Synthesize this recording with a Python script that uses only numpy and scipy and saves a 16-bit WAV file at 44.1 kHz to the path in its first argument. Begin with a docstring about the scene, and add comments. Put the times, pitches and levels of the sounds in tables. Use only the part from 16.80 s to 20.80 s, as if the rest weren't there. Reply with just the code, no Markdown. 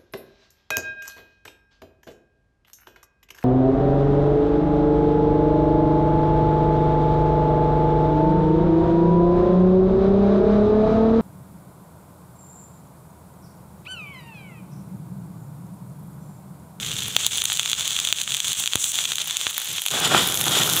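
"""A reacting chemical pile seethes close by on a concrete floor, spitting gas in spurts.
Its froth sizzles, tiny bubbles crackle, and bigger ones burst with sharp pops, a few with a thump.
Just after three seconds it catches fire: burning gas roars in surges and throws crackling sparks.
Behind it are a fine fizz, a low rumble of churning air and flame, and a faint echo."""
import sys
import numpy as np
from scipy import signal
from scipy.fft import rfft, irfft
from scipy.io import wavfile

SR = 44100
rng = np.random.default_rng(int(sys.argv[2]) if len(sys.argv) > 2 else 0)


def wrap_up_sound(samples):
    """Save the sound to the file named by the first command line argument, as 16-bit audio."""
    columns = np.atleast_2d(samples).T
    # keep every value between -1 and 1, then stretch to whole-number steps
    tamed = np.clip(columns, -1, 1)
    steps = np.round(tamed * 32767).astype(np.int16)
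    wavfile.write(sys.argv[1], SR, steps)


N = 176400
TIME = np.arange(N) / SR   # seconds

# Spurts of gas: (start [s], end [s], relative froth level [dB], relative hiss level [dB])
SPURTS = [(0, 0.353, -31.5, -33.5), (0.382, 0.467, -27.5, -26), (0.505, 0.599, -28.5, -26),
          (0.659, 0.815, -32, -27.5), (0.839, 0.917, -29.5, -28), (0.965, 1.075, -28.0, -28.5),
          (1.08, 1.311, -30, -28.5), (1.361, 1.414, -31, -28.5), (1.48, 1.583, -31, -27.5),
          (1.631, 1.716, -29, -25), (1.769, 1.836, -30.5, -23.5), (1.901, 1.939, -32, -30.5),
          (1.988, 2.11, -34, -22.5), (2.131, 2.246, -29.0, -25), (2.272, 2.33, -30, -27.5),
          (2.388, 2.423, -27.5, -31), (2.457, 2.559, -30, -32), (2.584, 2.699, -30.5, -29),
          (2.746, 2.868, -32, -34.5), (2.843, 2.991, -30.0, -31.5), (3.105, 3.206, -29, -30)]
# A "tone" lists how strong each frequency is. Bubbling froth: (frequency [Hz], relative level [dB])
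FROTH_TONE = [(250, -21), (500, -17.5), (900, -14.5), (1400, -11), (2000, -10.5), (2600, -7), (3050, -1),
              (3450, 2), (3900, -6), (4500, -12), (5300, -13.5)]
# Tone of the escaping gas: (frequency [Hz], relative level [dB])
HISS_TONE = [(3800, -18), (4700, -27), (5400, -17.5), (5950, -4), (6700, 1), (7500, 1), (8600, -4),
             (9700, -6.5), (11200, -22), (15000, -13.5)]
def seething():
    """Each spurt makes the froth bubble, the gas hiss and tiny bubbles crackle."""
    froth, gas = from_db(-38), from_db(-34)   # lulls between spurts
    rise_s, fall_s = 0.03, 0.025
    for start, end, froth_db, hiss_db in SPURTS:
        fade_in = np.clip((TIME - start) / rise_s + .5, 0, 1)
        fade_out = np.clip(1 - (TIME - end) / fall_s, 0, 1)
        sag = from_db(np.interp(TIME, [start, end], [.5, -.5]))
        spurt = fade_in * fade_out * sag
        froth = np.maximum(froth, from_db(froth_db) * spurt)
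        gas = np.maximum(gas, from_db(hiss_db) * spurt)
    tiny_bursts = rms_one(clicks(per_s=6000, spread_db=4.5))
    flow = tiny_bursts + from_db(-4) * turbulence(flutter_db=3)
    sizzle = froth * with_tone(flow, FROTH_TONE) + gas * with_tone(flow, HISS_TONE)
    return from_db(-4) * sizzle + crackle(froth)


# Ringing colour the microphone gives pops, crackle and sparks: (frequency [Hz], relative level [dB])
MIC_TONE = [(60, -28.5), (200, -34), (500, -26.5), (1400, -15), (2000, -15), (2600, -6), (3000, -3),
            (3400, 3), (3900, -3.5), (4500, -11), (5400, -25), (6000, -7), (6800, -5.5), (7700, -10.5),
            (8600, -18.5), (9700, -13), (11500, -25.5), (15000, -21.5)]
def crackle(froth):
    """Small bubbles burst as fine crackle and scattered spits, more often when the froth is loud."""
    activity = (froth / froth.mean()) ** 0.8
    fine = sum(with_tone(clicks(500 / 3 * activity, spread_db=5), MIC_TONE, tilt) for tilt in (-3, 0, 3))
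    spits = sum(with_tone(clicks(97 / 2 * activity, spread_db=2), MIC_TONE, tilt) for tilt in (0, 3.5))
    return from_db(-36) * rms_one(fine * np.sqrt(activity)) + from_db(-35) * rms_one(spits)


# Bigger bubbles bursting: (time [s], relative energy [dB], relative brightness [dB per octave])
POPS = [(0.235, -8, 9), (0.283, -15, 6), (0.3655, 14, -4), (0.4654, 12.5, 6), (0.5749, -7, 10),
        (0.5825, 2.5, -2), (0.6195, 4, -3), (0.64, -8, 8), (0.655, 6.5, 1), (0.7007, 1, -7),
        (0.7207, 2.5, -6), (0.7293, 0.5, 5.5), (0.7726, 0.5, 1), (0.7892, -11, -10), (0.7958, 7, -4),
        (0.8313, -0.5, 0), (0.8589, 1.5, -4.5), (0.8982, 2, 2), (0.9161, 2, 0), (0.9316, 6.5, -4.5),
        (0.996, -1, 1), (1.0091, 1, -3), (1.0778, 2.5, 2), (1.1078, 0.5, -1), (1.1656, 1, -2),
        (1.1897, 2.5, -5), (1.2007, 2.5, 2), (1.2504, 3.5, -1), (1.2731, 3.5, -4), (1.2878, 0.5, -1),
        (1.3267, 10, -2.5), (1.3861, -1, -2), (1.4157, 2.5, 1), (1.4336, -6, 7), (1.477, -2, -8),
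        (1.5205, 1.5, -3), (1.5415, 1.5, 1), (1.5469, 3.5, -2), (1.5681, 1, 3), (1.603, 4.5, -2),
        (1.682, 1.5, 3), (1.7194, -2, 3), (1.7313, 2, 4), (1.7978, -0.5, 2), (1.8387, -1, -7),
        (1.8595, 2.5, -0.5), (1.8757, 5, -2.5), (1.9345, 5.5, -4), (1.9564, 7.5, 4), (2.0421, 4.5, -0.5),
        (2.0554, -10, 5), (2.1189, -2, 5), (2.1506, -5, 3), (2.1557, 2, 1), (2.1882, 4, -6),
        (2.2541, 3, -3), (2.3197, 4, -5), (2.3566, 0.5, 2.5), (2.3834, 1, -5), (2.4163, -0.5, 1),
        (2.5092, 1.5, -2.5), (2.5693, 5, 2.5), (2.613, 0.5, -3), (2.6678, 5.5, -10.5), (2.7806, -1.5, -4),
        (2.983, 1, -7), (3.0548, -6, -3), (3.0632, -4, -10.5), (3.084, 2.5, -1), (3.1132, 0.5, -0.5),
        (3.2022, -1, 13), (3.476, -2, -13), (3.488, -2, -2), (3.5235, -1, 5), (3.5435, 0.5, 6),
        (3.5741, 0.5, 3), (3.6126, 0, 3), (3.6561, 0, 1), (3.682, 4, 2), (3.76, 2, -5), (3.8198, 4, -7),
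        (3.8343, 5.5, -2), (3.8648, -4, -1), (3.8985, 1.5, -1), (3.9357, 4, 6), (3.9772, 0, 1)]
def pops():
    """Each bubble bursts with a tick and a short spray, which ring in the microphone."""
    out = np.zeros(N)
    for start, db, tilt_db in POPS:
        ring = ringing(MIC_TONE, tilt_db + 2.5)
        add(out, start, db + 1, burst(ring, spray_db=-8, spray_s=0.0013))
    return out


# Tiny dry snaps and sparks: (time [s], relative energy [dB])
SNAPS = [(0.1887, -12), (0.2825, -5), (0.5744, -5), (0.6401, -1), (1.4333, -14), (1.8026, -3),
         (2.0568, -5.0), (2.143, -13), (2.4444, -9.5), (2.4738, -6), (2.702, -7), (2.7102, -9), (2.78, 3),
         (2.8018, -7.5), (2.8172, -5), (2.8458, -7), (2.857, -10.0), (2.93, -10), (3.019, -2), (3.0633, 2),
         (3.2773, -5), (3.475, 2), (3.4885, -3), (3.5003, -6), (3.525, -11), (3.5437, -4), (3.5535, 0.5),
         (3.5948, -5.0), (3.605, -1), (3.6122, 3), (3.6409, 1), (3.6668, -3.5), (3.6954, -2), (3.8764, -11),
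         (3.9652, 4), (3.975, -9), (3.9811, -2.0), (3.9916, -4.0)]
# Tone of a snap: (frequency [Hz], relative level [dB])
SNAP_TONE = [(800, -2), (2200, -2), (3400, 9), (5200, -29), (6800, -25), (8500, -3.5), (10000, 9.5),
             (12000, -0.5), (15000, 3)]
def snaps():
    """Tiny grains snap, thinner and brighter than the bubbles."""
    out = np.zeros(N)
    ring = ringing(SNAP_TONE)
    for start, db in SNAPS:
        add(out, start, db + 1.5, burst(ring, spray_db=4, spray_s=0.00046))
    return out


# Puffs of gas from the largest bubbles: (time [s], energy [dB])
PUFFS = [(0.367, -13), (0.4649, -14), (1.9559, 2.5), (2.6675, -9)]
# Tone of a puff: (frequency [Hz], relative level [dB])
PUFF_TONE = [(30, -15), (55, -6.5), (90, 3), (150, -3), (300, -4.5), (700, -11), (1500, -8), (2500, -16)]
def puffs():
    """A large bubble lets out its gas with a low thump that dies quickly."""
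    pushes = np.zeros(N)
    for start, db in PUFFS:
        pushes[int(start * SR)] = -from_db(db)
    return signal.fftconvolve(pushes, ringing(PUFF_TONE, size=8192))[:N]


IGNITION_S = 3.1
BURNING = np.clip((TIME - IGNITION_S) / 0.026, 0, 1)   # 0 before the fire, 1 once it is lit
# Surges of the flame: (time [s], relative roar level [dB], relative rush level [dB])
SURGES = [(3.11, -32, -25), (3.15, -29, -23), (3.21, -31.5, -26), (3.25, -25.5, -14), (3.29, -34, -25.5),
          (3.32, -19.5, -19), (3.37, -22, -16), (3.42, -28, -18.5), (3.5, -33, -25.5), (3.58, -36.5, -33),
          (3.7, -30, -28), (3.73, -28, -17.5), (3.8, -27.5, -18), (3.86, -32, -26), (4, -33, -26)]
# Pockets of gas flaring up: (time [s], peak level [dB])
FLARES = [(3.131, -32), (3.34, -15), (3.665, -23.5)]
# Tone of the broad roar: (frequency [Hz], relative level [dB])
ROAR_TONE = [(120, -8), (200, 0.5), (280, -5.5), (350, 1.5), (560, -2.5), (690, 0.5), (950, -1.5),
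             (1170, -1.5), (1420, 2), (1700, -6), (1850, -5.5), (2150, -12), (2500, -4), (3400, -24)]
# Tone of the rushing jet: (frequency [Hz], relative level [dB])
RUSH_TONE = [(1800, -7.5), (2600, -6), (3130, 6), (3300, 2.5), (3470, 7.5), (3800, 1), (4300, -7.5),
             (5300, -9), (6200, -8), (6650, -13), (7000, 1.5), (7400, -9), (8100, -4.5), (9200, -15.5),
             (10300, -10.5), (11200, -18), (15000, -20)]
def flame():
    """Swirling, burning gas roars and suddenly flares, while its jet adds a brighter rush."""
    roar_db, rush_db = in_time(SURGES)
    strength = from_db(roar_db + 1)
    flare_rise_s = 0.0041
    for start, db in FLARES:
        age = np.maximum(TIME - start, 0) / flare_rise_s
        flare = from_db(db) * age * np.exp(1 - age)
        strength = np.hypot(strength, flare)   # their powers add
    roar = strength * with_tone(turbulence(flutter_db=2.5), ROAR_TONE)
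    rush = from_db(rush_db - 3) * with_tone(turbulence(flutter_db=1.5), RUSH_TONE)
    return BURNING * (roar + rush)


def sparks():
    """The flame throws crackling sparks that grow steadily louder."""
    growth = np.clip(TIME - IGNITION_S, 0, 1)
    return from_db(-26) * growth * with_tone(clicks(per_s=600, spread_db=2.5), MIC_TONE, tilt_db=4.5)


# Loudness of the fine fizz: (time [s], relative level [dB])
FIZZ_LEVEL = [(0, -46), (.36, -47), (.45, -56), (1.0, -57), (1.35, -57), (1.9, -51), (2.1, -47), (2.6, -49),
              (3.0, -41), (3.3, -45), (3.5, -34.5), (3.75, -35.5), (4, -27.5)]
# Tone of the fizz: (frequency [Hz], relative level [dB])
FIZZ_TONE = [(4000, -11), (5500, 4), (7000, 0.5), (8800, -0.5), (10300, 5), (12000, 5.5), (15000, -2.5)]
def fizz():
    """Very fine, bright clicks blur into a fizz, loudest once sparks fly."""
    level_db, = in_time(FIZZ_LEVEL)
    return from_db(level_db + 3.5) * with_tone(clicks(per_s=4300, spread_db=7), FIZZ_TONE)


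# Loudness of the rumble, in two lists joined end to end: (time [s], relative level [dB])
RUMBLE_LEVEL = [
    [(0.0, -36), (0.02, -38), (0.362, -43), (0.378, -46.5), (1.476, -51), (1.512, -46), (1.614, -57),
     (1.652, -49), (1.722, -43), (1.748, -70), (1.796, -45.5), (1.92, -56)],
    [(2.02, -60), (2.042, -57), (2.262, -50.5), (2.852, -62), (2.902, -42), (3.078, -68), (3.122, -40.5),
     (3.42, -31), (3.536, -40), (3.69, -32.5), (3.976, -35.5), (4.0, -47)],
]
# Tone of the churning air: (frequency [Hz], relative level [dB])
AIR_RUMBLE_TONE = [(20, -26), (40, -27), (60, -6), (85, -1), (120, 2), (160, 1.5), (220, -6), (320, -15.5),
                   (420, -10), (700, -24.5), (1500, -43)]
# Tone of the flame's rumble: (frequency [Hz], relative level [dB])
FLAME_RUMBLE_TONE = [(20, -33), (45, -27), (65, -10.5), (100, -6), (132, 1.5), (147, -0.5), (165, 1.5),
                     (195, -4), (240, -10.5), (330, -7.5), (600, -33)]
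def rumble():
    """Low churning of the air gives way to the rumble of the flame."""
    level_db, = in_time(np.vstack(RUMBLE_LEVEL))
    air = from_db(0.5) * with_tone(rng.standard_normal(N), AIR_RUMBLE_TONE, size=16384)
    fire = from_db(-1) * with_tone(rng.standard_normal(N), FLAME_RUMBLE_TONE, size=16384)
    return from_db(level_db) * ((1 - BURNING) * air + BURNING * fire)


def echoes(sound):
    """The surroundings scatter the sound into a short, faint tail."""
    t = TIME[:SR // 2]
    tail = rng.standard_normal(len(t)) * from_db(-60 * t / 0.54)   # fades at 60 dB per 0.54 s
    return from_db(-16) * signal.fftconvolve(sound, energy_one(tail))[:N]


def from_db(db):
    """Turn decibels into a number to multiply by."""
    return 10 ** (np.asarray(db) / 20)


def rms_one(x):
    """Scale a sound so its average level (rms) is 1."""
    return x / np.sqrt(np.mean(x ** 2) + 1e-20)


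def energy_one(x):
    """Scale a sound so its total energy is 1."""
    return x / np.sqrt(np.sum(x ** 2))


def in_time(rows):
    """Join a table's points with straight lines, giving a value at every sample."""
    times, *columns = np.transpose(rows)
    return [np.interp(TIME, times, column) for column in columns]


def ringing(tone, tilt_db=0, size=2048):
    """One click with the given tone; tilt_db brightens it per octave from 1470 to 11000 Hz."""
    hz, db = np.transpose(tone)
    octave, listed = np.log2(np.fft.rfftfreq(size, 1 / SR) + 1), np.log2(hz)
    octaves_outside = np.abs(octave - np.clip(octave, listed[0], listed[-1]))
    brightening = tilt_db * np.clip(octave, np.log2(1470), np.log2(11000))
    shape_db = np.interp(octave, listed, db) + brightening - 24 * octaves_outside
    # Move the energy to the start, so the click hits first and rings after (minimum phase).
    cepstrum = irfft(np.log(from_db(shape_db)))
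    cepstrum[1:size // 2] *= 2
    cepstrum[size // 2 + 1:] = 0
    return energy_one(irfft(np.exp(rfft(cepstrum))))


def with_tone(sound, tone, tilt_db=0, size=2048):
    """Filter a sound to give it a tone, at an average level of 1."""
    return rms_one(signal.fftconvolve(sound, ringing(tone, tilt_db, size))[:N])


def turbulence(flutter_db, flutter_hz=133):
    """Swirling gas: noise whose loudness flutters at random."""
    r = np.exp(-2 * np.pi * flutter_hz / SR)
    smooth_noise = signal.lfilter([1], [1, -2 * r, r * r], rng.standard_normal(N + SR))
    flutter = rms_one(smooth_noise)[SR:]
    return rng.standard_normal(N) * from_db(flutter_db * flutter)


def clicks(per_s, spread_db):
    """Random clicks, many small and a few large."""
    sizes = from_db(spread_db * np.minimum(rng.exponential(1, N), 4.5))
    signs = rng.choice([-1, 1], N)
    return sizes * signs * (rng.random(N) < per_s / SR)


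def burst(ring, spray_db, spray_s):
    """One sharp click and a dying spray of noise, both given the same ring."""
    t = TIME[:SR // 100]
    spray = rng.standard_normal(len(t)) * np.exp(-t / spray_s)
    spray = from_db(spray_db) * energy_one(spray)
    spray[0] = 1   # the click
    return signal.fftconvolve(spray, ring)


def add(out, start_s, energy_db, sound):
    """Mix in a short sound at a given time and energy."""
    i = int(start_s * SR)
    out[i:i + len(sound)] += from_db(energy_db) * energy_one(sound)[:N - i]


def scene():
    """The pile seethes and pops, then catches fire."""
    pile = seething() + pops() + snaps() + puffs() + flame() + sparks() + fizz()
    return (pile + echoes(pile) + rumble())[None]


def record(dry):
    """Loud peaks briefly turn the volume down and are rounded off; the highest treble is cut."""
    threshold_db, release_db_per_s, attack_s = -8, 181, 0.006
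    excess_db = np.maximum(20 * np.log10(np.abs(dry[0]) + 1e-9) - threshold_db, 0)
    release = release_db_per_s * TIME
    held_db = np.maximum.accumulate(excess_db + release) - release   # each peak fades away steadily
    r = np.exp(-1 / (attack_s * SR))
    smooth_db = signal.lfilter([1 - r], [1, -r], held_db)
    dipped = dry * from_db(-0.2 * smooth_db)
    rounded = dipped / (1 + (dipped / 3.24) ** 4) ** .25
    treble_cut = signal.firwin(201, 15650, window="blackman", fs=SR)
    return signal.fftconvolve(rounded, treble_cut[None], "same")


dry = scene()
out = record(dry)
wrap_up_sound(out)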